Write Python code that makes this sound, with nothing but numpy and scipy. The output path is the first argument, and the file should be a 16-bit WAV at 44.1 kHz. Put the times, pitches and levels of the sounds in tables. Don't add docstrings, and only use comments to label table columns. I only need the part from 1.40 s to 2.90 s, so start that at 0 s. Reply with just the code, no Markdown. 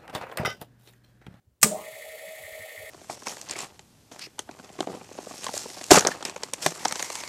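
import sys
import numpy as np
from scipy import signal
from scipy.fft import rfft, irfft
from scipy.io import wavfile
from scipy.ndimage import map_coordinates

SR = 44100
rng = np.random.default_rng(int(sys.argv[2]) if len(sys.argv) > 2 else 0)


def log_audio(samples):
    frames = np.atleast_2d(samples).T
    limited = np.clip(frames, -1, 1)
    pcm = np.round(limited * 32767).astype(np.int16)
    wavfile.write(sys.argv[1], SR, pcm)


N = 66150
T = np.arange(N) / SR

# frequency in Hz, relative level in dB.
ROOM_TONE = [(25, 2), (100, -2), (400, -9.5), (900, -21.5), (3000, -27.5), (16000, -29.5)]
# start in seconds, level in dB, pitch in Hz.
BUMPS = [(0.061, -57, 79.6), (0.108, -62, 69.8), (.355, -50.5, 70.9), (.44, -64.5, 110), (.52, -61, 120),
         (.67, -63, 61.4), (.87, -62.5, 180.7), (.995, -60, 120), (1.03, -54.5, 85), (1.115, -57, 60),
         (1.191, -51.5, 104), (1.374, -48.5, 99), (1.431, -55.5, 74.1)]

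# start in seconds, relative level in dB, low edge of the crack in Hz.
IMPACTS = [(0.2152, -31, 2440), (.2200, -36.5, 3030), (0.222, -24, 6100), (0.2283, -27, 2500),
           (.2290, -10, 3970), (0.2299, 2, 150), (0.235, -17, 1510), (.2435, -10.5, 300),
           (0.2695, -20, 7000)]
# frequency in Hz, relative level in dB.
CASE_CRACK = [(40, -40), (120, -8), (400, -36), (900, -14), (2000, 1), (3300, -6.5), (5000, -3),
              (7500, 4.5), (9200, 2.5), (10500, -6.5), (13000, -4.5), (16000, -11)]
CRACK_DB, CRACK_T60_S = -4.5, 0.039
# frequency in Hz, level in dB, seconds to fall 60 dB.
CONTACTOR_MODES = [(628, -27, .1), (840, -22, .05), (1201, -12, .06), (1421, -21, .055), (1730, -21, .045),
                   (2030, -24, .045), (2370, -18, .05), (2511, -18, .05), (5017, -22, .04),
                   (6270, -27, .08), (6817, -17, .05), (6940, -28, .13), (7360, -22, .075),
                   (7960, -26, .12), (8061, -16, .045), (8265, -27, .13), (8545, -26, .09),
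                   (8945, -22, .075), (9126, -25, .085)]
# start in seconds, frequency in Hz, level in dB, seconds to fall 60 dB.
BENCH_MODES = [(0.21, 69, -47.5, .25), (.238, 177, -23.5, 0.077), (.2435, 212, -19, 0.12),
               (.243, 248, -32.5, 0.093), (.256, 428, -25.5, 0.099)]
# frequency in Hz, relative level in dB.
REVERB = [(30, -43), (100, 0.5), (300, 8), (1200, -1.5), (2300, -5.5), (3500, -6), (5500, -2.5), (7000, 6),
          (9000, 6.5), (10500, -7), (16000, -10)]
REVERB_DB, REVERB_T60_S, REVERB_BUILD_S = -21, .3, 0.0077

# time in seconds, share of full speed.
SHAFT_SPEED = [(.238, 0.092), (.27, 0.32), (.31, .5), (.35, .72), (.385, .93), (.42, 1)]
SHAFT_HZ, BALL_HZ, CAGE_HZ = 29.8, 70.447, 11.85
# time in seconds, gain in dB.
INRUSH = [(.232, -60), (.25, 0), (.31, -2), (.355, -4), (.385, -6.5), (.43, -12), (.48, -22), (.6, -41)]
# frequency in Hz, relative level in dB.
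GROWL = [(180, -40.5), (205, -36), (425, -48.5), (595, -37)]
# frequency at full speed in Hz, relative level in dB.
SLOT_WHINE = [(520, -47.5), (690, -51), (860, -40), (1000, -41), (1130, -40.5), (1240, -41.5)]
# centre in Hz, width in Hz, gain in dB.
WHINE_PEAKS = [(436, 17, 5.5), (628, 20, 16), (740, 36, 4.5), (1080, 130, -17)]
# frequency in Hz, relative level in dB.
SHUDDER = [(25, -30), (70, 0.5), (200, -6), (450, 8.5), (800, -5), (1150, -1), (1500, -21), (4000, -18)]

# centre in Hz, width in Hz, running level in dB rms.
FRAME_MODES = [(431.2, 30, -62.5), (488.2, 45, -59), (574.3, 39, -54), (626.8, 24.7, -52.5), (736, 99, -60),
               (835, 82, -68.5)]
# frequency at full speed in Hz, level around the 1 s mark in dB rms.
BEARING_HUM = [(576, -62.5), (635, -51.5)]
# frequency at full speed in Hz, level in dB rms.
THIN_WHINES = [(1831, -70), (2242.4, -63), (2337, -65), (2536, -62), (2947, -74), (3162, -68.5),
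               (3393, -66.5), (3534, -66.5), (4490, -68), (4638, -77), (6559, -69), (7870, -69),
               (10494, -67), (10524, -66), (11806, -68), (12820, -75), (13000, -67), (13130, -69),
               (14460, -68)]
# frequency in Hz, width in Hz, relative level in dB.
SHIELD_MODES = [(1851.5, 43.3, -45.5), (1926, 105, -41.5), (2066, 55, -41.5), (2283, 51, -47.5),
                (2330, 190, -48.5)]
BALL_TICK_S, CAGE_LOADED_S = 1.4603, 1.469
CAGE_SWING_DB, INNER_RACE_DB, TICK_SCATTER_DB, TICK_GROWTH_DB_PER_S = 5, -7, 1.3, 3.5
# frequency in Hz, relative level in dB.
ROLLING = [(30, -23), (300, -7), (950, -4.5), (1130, 2.5), (1400, 2.5), (1600, -32), (1800, 9.5),
           (2600, 5.5), (3500, 3), (4000, 4.5), (4500, -0.5), (5000, -5.5), (6000, -5), (7000, 1.5),
           (7500, 6.5), (8200, 0.5), (10200, 3), (11200, -4), (13000, -2), (15500, -14)]
ROLLING_DB, GRIT_DB = -52, -57
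# frequency in Hz, relative level in dB.
RUB = [(1000, -12), (2800, -3), (4400, -5.5), (5500, -8.5), (7500, -7), (10400, -4), (11200, -10),
       (12400, -1), (13150, -3), (13700, 0), (15000, -7), (15800, -8)]


def from_db(db):
    return 10 ** (np.asarray(db) / 20)


def rms_one(x):
    return x / np.sqrt(np.mean(x ** 2) + 1e-20)


def curve(rows):
    return np.interp(T, *np.transpose(rows))


def coloured(x, spectrum):
    hz, db = np.transpose(spectrum)
    bins_hz = np.maximum(np.fft.rfftfreq(N, 1 / SR), 1)
    gain = from_db(np.interp(np.log(bins_hz), np.log(hz), db))
    return rms_one(irfft(rfft(x) * gain, N))


def noise(spectrum):
    return coloured(rng.standard_normal(N), spectrum)


def drift(rate_hz):
    bins_hz = np.fft.rfftfreq(N, 1 / SR)
    return rms_one(irfft(rfft(rng.standard_normal(N)) / (1 + (bins_hz / rate_hz) ** 2), N))


def resonate(x, hz, width_hz):
    radius = np.exp(-np.pi * width_hz / SR)
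    feedback = [1, -2 * radius * np.cos(2 * np.pi * hz / SR), radius ** 2]
    return signal.lfilter(np.array([1, 0, -1]) * (1 - radius ** 2) / 2, feedback, x + 1e-18)


def resonant_noise(hz, width_hz):
    return rms_one(resonate(resonate(rng.standard_normal(N), hz, width_hz), hz, width_hz))


def low_cut(x, hz):
    return signal.sosfilt(signal.butter(2, hz, "high", fs=SR, output="sos"), x)


def decay(t60):
    return np.exp(-np.log(1000) * T / t60)


def ringing(modes):
    return sum(from_db(db) * decay(t60) * np.sin(2 * np.pi * hz * T) for hz, db, t60 in modes)


def delayed(x, start_s):
    return np.concatenate([np.zeros(int(start_s * SR)), x])[:N]


def cycles(speed, hz, zero_s=0):
    travel = np.cumsum(speed) / SR
    return hz * (travel - np.interp(zero_s, T, travel))


def wave(turns):
    return np.cos(2 * np.pi * turns)


def tones(speed, rows, waver, rate_hz):
    out = 0
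    for hz, db in rows:
        tone = np.sqrt(2) * wave(cycles(speed, hz) + rng.random())
        out += from_db(db) * tone * (1 + waver * drift(rate_hz))
    return out


def running_fade(middle_s=0.396, ease_s=0.059):
    return .5 + .5 * np.tanh((T - middle_s) / ease_s)


def bumps(rise_s=0.011, roughness=0.6):
    out = 0
    for start_s, db, hz in BUMPS:
        age = np.maximum(T - start_s, 0) / rise_s
        thud = wave(hz * T + rng.random()) + roughness * resonant_noise(hz, width_hz=66)
        out += from_db(db) * age * np.exp(1 - age) * thud
    return out


def contactor():
    cracks = 0
    for start_s, db, edge_hz in IMPACTS:
        crack = low_cut(noise(CASE_CRACK) * decay(CRACK_T60_S), edge_hz)
        cracks += from_db(db + CRACK_DB) * delayed(crack, start_s)
    slam_s = max(IMPACTS, key=lambda row: row[1])[0]
    build = 1 - np.exp(-T / REVERB_BUILD_S)
    reverb = from_db(REVERB_DB) * noise(REVERB) * decay(REVERB_T60_S) * build
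    bench = sum(delayed(ringing([mode]), start_s) for start_s, *mode in BENCH_MODES)
    return cracks + delayed(ringing(CONTACTOR_MODES) + reverb, slam_s) + low_cut(bench, hz=76)


def run_up(speed, growl_loss_db=16, chop_hz=170, direct_db=-11, shudder_db=-40.5):
    growl = tones(np.ones(N), GROWL, waver=0.18, rate_hz=19) * from_db(-growl_loss_db * speed ** 2)
    chop = 1 + 0.53 * wave(chop_hz * T)
    whine = speed * tones(speed, SLOT_WHINE, waver=0.33, rate_hz=25) * chop
    frame = sum(from_db(db) * resonate(whine, hz, width) for hz, width, db in WHINE_PEAKS)
    shudder = from_db(shudder_db) * noise(SHUDDER) * np.sqrt(speed)
    return from_db(curve(INRUSH)) * (growl + from_db(direct_db) * whine + frame + shudder)


def frame_hum(speed, fade_db_per_s=10):
    body = sum(from_db(db) * resonant_noise(hz, width) for hz, width, db in FRAME_MODES) * speed ** 2
    hum = tones(speed, BEARING_HUM, waver=0.33, rate_hz=29) * running_fade()
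    hum *= from_db(-fade_db_per_s * (T - 1))
    swell = 1 + .36 * wave(cycles(speed, CAGE_HZ, zero_s=1.003))
    whines = tones(speed, THIN_WHINES, waver=0.26, rate_hz=11) * running_fade()
    return (body + hum) * swell + whines


def bearing(speed):
    cage = wave(cycles(speed, CAGE_HZ, CAGE_LOADED_S))
    load = np.tanh(1.4 * (cage + 0.087))
    hits = np.floor(2 * cycles(speed, BALL_HZ, BALL_TICK_S))
    tick_db = CAGE_SWING_DB * load + INNER_RACE_DB * (hits % 2) + TICK_GROWTH_DB_PER_S * (T - 1)
    tick_db += TICK_SCATTER_DB * rng.standard_normal(N)
    ticks = np.diff(hits, prepend=hits[0]) * from_db(tick_db)
    shield = sum((-1) ** k * from_db(db) * np.exp(-np.pi * width * T) * np.sin(2 * np.pi * hz * T)
                 for k, (hz, width, db) in enumerate(SHIELD_MODES))
    roughness = rng.standard_normal(N) * (1 + .65 * load)
    grit = from_db(GRIT_DB) * rms_one(signal.fftconvolve(roughness, shield)[:N])
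    rolling = from_db(ROLLING_DB) * noise(ROLLING) * (1 + 0.033 * load)
    return (signal.fftconvolve(ticks, shield)[:N] + grit) * running_fade() + rolling * speed ** 2


def shaft_rub(speed, level_db=-54.5, swing_db=4.5):
    turns = cycles(speed, SHAFT_HZ, zero_s=0.99)
    track = rng.standard_normal(int(SR / SHAFT_HZ))
    friction = map_coordinates(track, [turns % 1 * len(track)], order=3, mode="grid-wrap")
    pressure = from_db(swing_db * (wave(turns) + 0.19 * wave(2 * turns)))
    return from_db(level_db) * coloured(friction * pressure * speed ** 2, RUB)


def scene():
    speed = curve(SHAFT_SPEED)
    motor = run_up(speed) + frame_hum(speed) + bearing(speed) + shaft_rub(speed)
    return (contactor() + motor + bumps() + from_db(-72.5) * noise(ROOM_TONE))[None]


def record(dry, ceiling=0.8, low_cut_hz=50.7, high_cut_hz=15900):
    overloaded = ceiling * np.tanh(dry / ceiling)
    high_cut = signal.ellip(12, .1, 70, high_cut_hz, fs=SR, output="sos")
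    return signal.sosfilt(high_cut, low_cut(overloaded, low_cut_hz))


dry = scene()
out = record(dry)
log_audio(out)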